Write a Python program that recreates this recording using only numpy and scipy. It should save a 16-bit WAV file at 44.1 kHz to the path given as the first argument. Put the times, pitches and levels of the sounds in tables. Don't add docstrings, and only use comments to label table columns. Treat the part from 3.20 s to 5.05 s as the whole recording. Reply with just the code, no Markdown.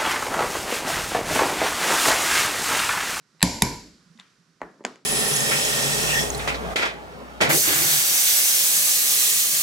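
import sys
import numpy as np
from scipy import signal
from scipy.io import wavfile

SR = 44100
rng = np.random.default_rng(int(sys.argv[2]) if len(sys.argv) > 2 else 0)


def wrap_up_sound(samples):
    columns = np.atleast_2d(samples).T
    tamed = np.clip(columns, -1, 1)
    steps = np.round(tamed * 32767).astype(np.int16)
    wavfile.write(sys.argv[1], SR, steps)


def invert_db(x):
    u = np.asarray(x, float) / 20
    return 10 ** u


N = 81585

# (frequency [Hz], level [dB per Hz])
FLOOR_COLOUR = [(25, -14), (75, -26), (150, -12.5), (383, -10.5), (786, -20.5), (1300, -10), (2900, -20.5),
                (5140, -15), (11700, -33), (14000, -46)]
# (time [s], level [dB])
STIRRING = [
    (0, -70),
    (.4, -64),
    (.75, -65.5),
    (1.05, -66),
    (1.35, -70),
    (1.5, -67.5),
    (1.85, -75.5),
]
# (time [s], peak level [dB], pitch [Hz])
TYRE_BUMPS = [(.0, -55, 154.4), (0.138, -50, 162), (0.629, -46, 305), (0.671, -45, 170), (0.79, -48, 172),
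              (0.858, -46, 174), (.90, -41, 170), (0.95, -42.5, 226.5), (0.987, -45.5, 190),
              (1.188, -49.5, 170), (1.279, -50.5, 170), (1.361, -55, 170), (1.425, -47, 54.5),
              (1.747, -65.5, 201)]

# (time [s], peak level [dB])
NUDGES = [
    (.146, -56),
    (1.594, -46),
    (1.6062, -33),
    (1.613, -40),
    (1.622, -43),
    (1.6445, -29),
]
# (time [s], peak level [dB])
CREEPS = [
    (.1958, -44),
    (.2062, -30),
    (.2072, -32),
    (.2168, -18),
    (.2180, -19),
    (.2200, -27),
]
# (time [s], peak level [dB])
TRIP_BLOW = [
    (.2273, 4),
]
# (time [s], peak level [dB])
RESET_BLOW = [
    (.4206, 1.5),
]
# (time [s], peak level [dB])
DRAGS = [
    (.9884, -42),
    (.9905, -50),
    (.9925, -49),
    (.9945, -46),
    (.9965, -39.5),
    (1.0005, -47),
    (1.0135, -47),
]
# (time [s], peak level [dB])
RATTLES = [
    (.9756, -46),
    (.9775, -50),
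    (.9942, -46),
    (.9977, -36),
    (.9988, -30),
    (1.005, -44),
    (1.0095, -43),
    (1.080, -55),
]
# (time [s], peak level [dB])
KNOCKS = [
    (1.4055, -44.5),
    (1.4159, -18),
    (1.4205, -32),
    (1.4275, -38),
    (1.4312, -30),
    (1.4362, -34.5),
]
# (time [s], peak level [dB])
SEATINGS = [
    (1.6392, -38),
    (1.6494, -10.5),
    (1.6506, -18),
    (1.6518, -26.5),
    (1.6548, -26),
    (1.665, -28),
    (1.7574, -38),
]

# (frequency [Hz], width [Hz], level [dB])
NUDGE_BODY_MODES = [(220, 90, 2), (390, 110, 0), (560, 200, -4), (900, 350, -8), (1800, 500, -24)]
CREEP_BODY_MODES = [(1000, 500, -4), (1800, 500, 0), (2800, 700, -1), (4000, 800, -1), (7900, 500, -14),
                    (7900, 70, 0), (11300, 300, -15), (12800, 300, -22)]
TRIP_BODY_MODES = [(975, 200, -1), (1790, 240, 1), (2450, 300, -4), (3300, 250, -9), (3960, 400, 0),
                   (4650, 280, -1), (6100, 400, -11), (7600, 440, -2), (8420, 290, -5), (10500, 200, -7),
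                   (11100, 420, -6), (12000, 210, -12), (12900, 300, -14), (14900, 520, -18)]
RESET_BODY_MODES = [(940, 200, 2), (1950, 260, -2), (2400, 240, -5), (3690, 340, -2), (4830, 350, -2),
                    (5500, 300, -7), (6320, 210, -5), (6830, 200, -6), (7380, 230, -5), (8500, 400, -7),
                    (10300, 250, -6), (10900, 280, -1), (11900, 300, -10), (13100, 240, -10)]
DRAG_BODY_MODES = [(1150, 330, -2), (1910, 260, 2), (2470, 360, -4), (10300, 480, -19)]
RATTLE_BODY_MODES = [(920, 390, -6), (1980, 320, -3), (2440, 370, -21), (3580, 620, 6), (5170, 1200, -7),
                     (7030, 570, -4), (7850, 670, -7), (10500, 540, -30)]
KNOCK_BODY_MODES = [(300, 180, -0.5), (567, 150, 1), (946, 280, 3.5), (1530, 240, -6), (1855, 198, 0),
                    (2000, 300, -5), (4100, 520, -27), (6600, 990, -29.5), (7500, 140, -29),
                    (9500, 900, -43)]
SEAT_BODY_MODES = [(236.5, 48, 3.5), (406, 190, 0), (630, 370, 3), (994, 86, -2), (1534, 76, 1),
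                   (2110, 440, 0.5), (2940, 300, -6.5), (3540, 220, -11), (4730, 510, -8), (6680, 740, -14),
                   (7090, 640, -8), (8600, 340, -19), (10500, 780, -27.5)]

# (frequency [Hz], level [dB], t60 [s])
TRIP_RING_MODES = [(56.03, -12.5, 0.18), (68.4, -8.5, 0.32), (112.6, -9.5, 0.39), (180, 7, 0.13),
                   (253.4, -4, 0.28), (289.3, -5.5, 0.35), (549, -14, .2), (10560, -7.5, 0.067)]
RESET_RING_MODES = [(50, -12.5, 0.54), (78.5, -4, 0.13), (125.5, -1.5, .22), (190, 9, 0.064),
                    (245.7, -12.5, 0.41), (264, -2, 0.04), (10820, -18, .05)]
# (frequency [Hz], level [dB], t60 [s])
DISC_MODES = [(774, -47, .5), (903, -37, .8), (945, -40, .8), (982, -37, .8), (1040, -41, .6),
              (2175, -44, .35), (2300, -42, .35), (2385, -46, .35)]

# (frequency [Hz], level [dB per Hz])
NUDGE_TAIL_COLOUR = [(120, -36), (350, 11), (800, 3), (1800, -44.5)]
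TRIP_TAIL_COLOUR = [(30, -6.5), (80, -12), (240, -6), (380, -13), (600, -9), (1300, -14.5), (3000, -20),
                    (7800, -17.5), (9000, -28.5), (14000, -28)]
RESET_TAIL_COLOUR = [(30, -9), (80, -10.5), (240, -4.5), (600, -15), (1300, -16), (3200, -28),
                     (6500, -21.5), (9000, -32.5), (14000, -29)]
RATTLE_TAIL_COLOUR = [(300, -42), (1150, 11), (3460, 5.5), (13000, -22)]
KNOCK_TAIL_COLOUR = [(90, -40), (160, 8), (250, 4.5), (850, 3), (1900, -3), (2400, -26), (2900, -37),
                     (9000, -36)]
SEAT_TAIL_COLOUR = [(90, -27), (160, -3.5), (250, 1.5), (1400, -3.5), (2850, -16.5), (6000, -16.5),
                    (14000, -41)]
# (frequency [Hz], t60 [s])
SHED_DECAY = [(60, 0.46), (250, 0.52), (1000, 0.34), (4000, 0.52), (12000, 0.36)]
# (frequency [Hz], likeness [0-1])
LIKENESS = [(100, 1), (400, .93), (1500, 0.5), (5000, .7), (12000, 0.3)]
# (frequency [Hz], width [Hz], level [dB])
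PANEL_MODES = [(952, 110, 0.5), (2240, 250, 0.5), (4750, 1400, 1), (7160, 450, 0.5), (11000, 600, 5)]


def rms_one(x):
    return x / np.sqrt(np.mean(x ** 2) + 1e-20)


def at_hz(points, hz):
    points_hz, values = np.transpose(points)
    return np.interp(np.log(hz), np.log(points_hz), values)


def filtered(x, kind, hz, order=2):
    return signal.sosfilt(signal.butter(order, hz, kind, fs=SR, output="sos"), x)


def resonance(x, hz, width_hz):
    r = np.exp(-np.pi * width_hz / SR)
    poles = [1, -2 * r * np.cos(2 * np.pi * hz / SR), r * r]
    return signal.lfilter(np.array([1, 0, -1]) * (1 - r * r) / 2, poles, x + 1e-18)


def ring(clicks, hz, t60):
    r = invert_db(-60 / (t60 * SR))
    w = 2 * np.pi * hz / SR
    return signal.lfilter([0, np.sin(w)], [1, -2 * r * np.cos(w), r * r], clicks + 1e-18)


def train(rows, delay_s=0):
    s, db = np.transpose(rows)
    clicks = np.zeros(N)
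    clicks[((s + delay_s) * SR).astype(int)] = invert_db(db)
    return clicks


def banded_noise(spectrum, size, slower=None):
    edges = 30 * 2 ** (np.arange(28) / 3)
    t = np.arange(size) / SR
    white = rng.standard_normal((2, 2, size))
    out, power = 0, 0
    for k, (low, high) in enumerate(zip(edges, edges[1:])):
        mid, side = filtered(white[k % 2], "band", [low, high])
        hz = np.sqrt(low * high)
        alike = np.clip(at_hz(LIKENESS, hz), 0, 1)
        gain = invert_db(at_hz(spectrum, hz))
        power += gain ** 2 * 2 * (high - low) / SR
        dying_db = -60 * t / (slower * at_hz(SHED_DECAY, hz)) if slower else 0
        stereo = np.sqrt(1 + alike) * mid + np.sqrt(1 - alike) * side * [[1], [-1]]
        out = out + gain * invert_db(dying_db) * stereo
    return out / np.sqrt(2 * power)


def room_floor():
    stir_db = np.interp(np.arange(N) / SR, *np.transpose(STIRRING))
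    return invert_db(stir_db + 2.5) * banded_noise(FLOOR_COLOUR, N)


def tyre_creak():
    hum_hz, hum_width_hz, hum_db = 170, 130, -71.5
    bump_t60_s, bump_swell_s = .14, .01
    hum = resonance(rng.standard_normal(N), hum_hz, hum_width_hz)
    hum = resonance(hum, hum_hz, hum_width_hz)
    out = invert_db(hum_db) * rms_one(hum)
    for s, db, hz in TYRE_BUMPS:
        age = np.maximum(np.arange(N) / SR - s, 0)
        swell = 1 - np.exp(-age / bump_swell_s)
        out = out + invert_db(db - 60 * age / bump_t60_s) * swell * np.sin(2 * np.pi * hz * age)
    return out


def contact(rows, body, damping):
    spread_s = .0009
    out = 0
    for k, (hz, width_hz, db) in enumerate(body):
        clicks = train(rows, spread_s * rng.random())
        struck = ring(clicks, hz, 2.2 / (damping * width_hz))
        swelling = resonance(struck, hz, 3 * width_hz)
        out = out + (-1) ** k * invert_db(db) * width_hz * swelling
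    out = filtered(out, "high", 150)
    loudest_db = max(db for s, db in rows)
    return out * invert_db(loudest_db) / np.abs(out).max()


def shed(rows, spectrum, tail_db, slower):
    build_up_s, merged_s = .00067, .03
    size = int(.8 * SR)
    tail = banded_noise(spectrum, size, slower) * (1 - np.exp(-np.arange(size) / SR / build_up_s))
    out = np.zeros((2, N + size))
    for s, db in rows:
        if all(abs(s - other_s) > merged_s or db >= other_db for other_s, other_db in rows):
            start = int(s * SR)
            out[:, start:start + size] += invert_db(db + tail_db) * tail
    return out[:, :N]


def snap(rows, body, free_s):
    landing_s, landed_db, crack_db = .0016, -11, -16.5
    (s, db), = rows
    age = np.arange(N) / SR - s
    hiss = filtered(rng.standard_normal(N), "high", 3000)
    crack = invert_db(db + crack_db) * (age > 0) * (age < free_s + landing_s) * hiss
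    damped_db = landed_db * np.clip((age - free_s) / landing_s, 0, 1)
    out = (contact(rows, body, damping=.45) + crack) * invert_db(damped_db)
    return out - resonance(out, 1280, 300)


def wheel(rows, modes):
    push = train(rows[-1:], delay_s=.0035)
    out = 0
    for k, (hz, db, t60) in enumerate(modes):
        out = out + (-1) ** k * invert_db(-22.5 + db) * ring(push, hz, t60)
    return out


def drift(rate, size):
    r = np.exp(-80 * np.pi * rate / SR)
    slow = signal.lfilter([1], [1, -2 * r, r * r], rng.standard_normal(size // 40 + 2002))[2000:]
    return np.interp(np.arange(size) / 40, np.arange(len(slow)), rms_one(slow))


def disc():
    held_s, held_db_per_s, wobble_db = .58, 300, 4
    held_db = -held_db_per_s * np.maximum(np.arange(N) / SR - held_s, 0)
    out = 0
    for hz, db, t60 in DISC_MODES:
        reset_db = 6 if hz > 2000 else 0
        blows = train([(TRIP_BLOW[0][0], 0), (RESET_BLOW[0][0], reset_db)])
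        out = out + invert_db(db + held_db + wobble_db * drift(60, N)) * ring(blows, hz, t60)
    return out


def panels(tail):
    rung = tail
    for hz, width_hz, db in PANEL_MODES:
        rung = rung + invert_db(db) * resonance(tail, hz, width_hz)
    return rung - 0.97 * resonance(rung, 1230, 380)


def socket_rattle():
    return (contact(DRAGS, DRAG_BODY_MODES, damping=1.0)
            + contact(RATTLES, RATTLE_BODY_MODES, damping=0.8)
            + shed(RATTLES, RATTLE_TAIL_COLOUR, tail_db=-24.5, slower=1.0))


def ports(near):
    left_lag, scatter_s, scatter_db = .25, .0012, -13
    taps = rng.standard_normal(256) * np.exp(-np.arange(256) / SR / scatter_s)
    upper_mids = filtered(near, "band", [1200, 5500])
    scattered = signal.lfilter(taps / np.linalg.norm(taps), [1], upper_mids)
    a = (1 - left_lag) / (1 + left_lag)
    direct = np.stack([signal.lfilter([a, 1], [1, a], near), near])
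    return direct + invert_db(scatter_db) * scattered * np.array([[1], [-1]])


def pan(x, left_db):
    return invert_db(left_db * np.array([[.5], [-.5]])) * x


def scene():
    floor = room_floor() + tyre_creak()
    near = (contact(NUDGES, NUDGE_BODY_MODES, damping=0.4)
            + contact(CREEPS, CREEP_BODY_MODES, damping=0.93)
            + snap(TRIP_BLOW, TRIP_BODY_MODES, free_s=.0021)
            + snap(RESET_BLOW, RESET_BODY_MODES, free_s=.0034)
            + wheel(TRIP_BLOW, TRIP_RING_MODES) - wheel(RESET_BLOW, RESET_RING_MODES) + disc()
            + contact(KNOCKS, KNOCK_BODY_MODES, damping=1.2)
            + contact(SEATINGS, SEAT_BODY_MODES, damping=1))
    snap_tails = panels(shed(CREEPS, TRIP_TAIL_COLOUR, tail_db=-27.5, slower=0.36)
                        + shed(TRIP_BLOW, TRIP_TAIL_COLOUR, tail_db=-30.5, slower=1.67)
                        + shed(RESET_BLOW, RESET_TAIL_COLOUR, tail_db=-26, slower=1.207))
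    around = (shed(NUDGES, NUDGE_TAIL_COLOUR, tail_db=-7, slower=0.088)
              + shed(KNOCKS, KNOCK_TAIL_COLOUR, tail_db=-20.0, slower=1.0)
              + shed(SEATINGS, SEAT_TAIL_COLOUR, tail_db=-25.5, slower=0.89))
    return ports(near) + snap_tails + around + pan(socket_rattle(), 2.5) + pan(floor, -5)


def roll_off(x):
    return signal.sosfilt(signal.butter(12, 21850, fs=SR, output="sos"), x)


def record(dry):
    knee = 6
    heard = filtered(dry, "low", 12500, order=6)
    mix = heard / (1 + np.abs(heard) ** knee) ** (1 / knee)
    return roll_off(mix)


dry = scene()
out = record(dry)
wrap_up_sound(out)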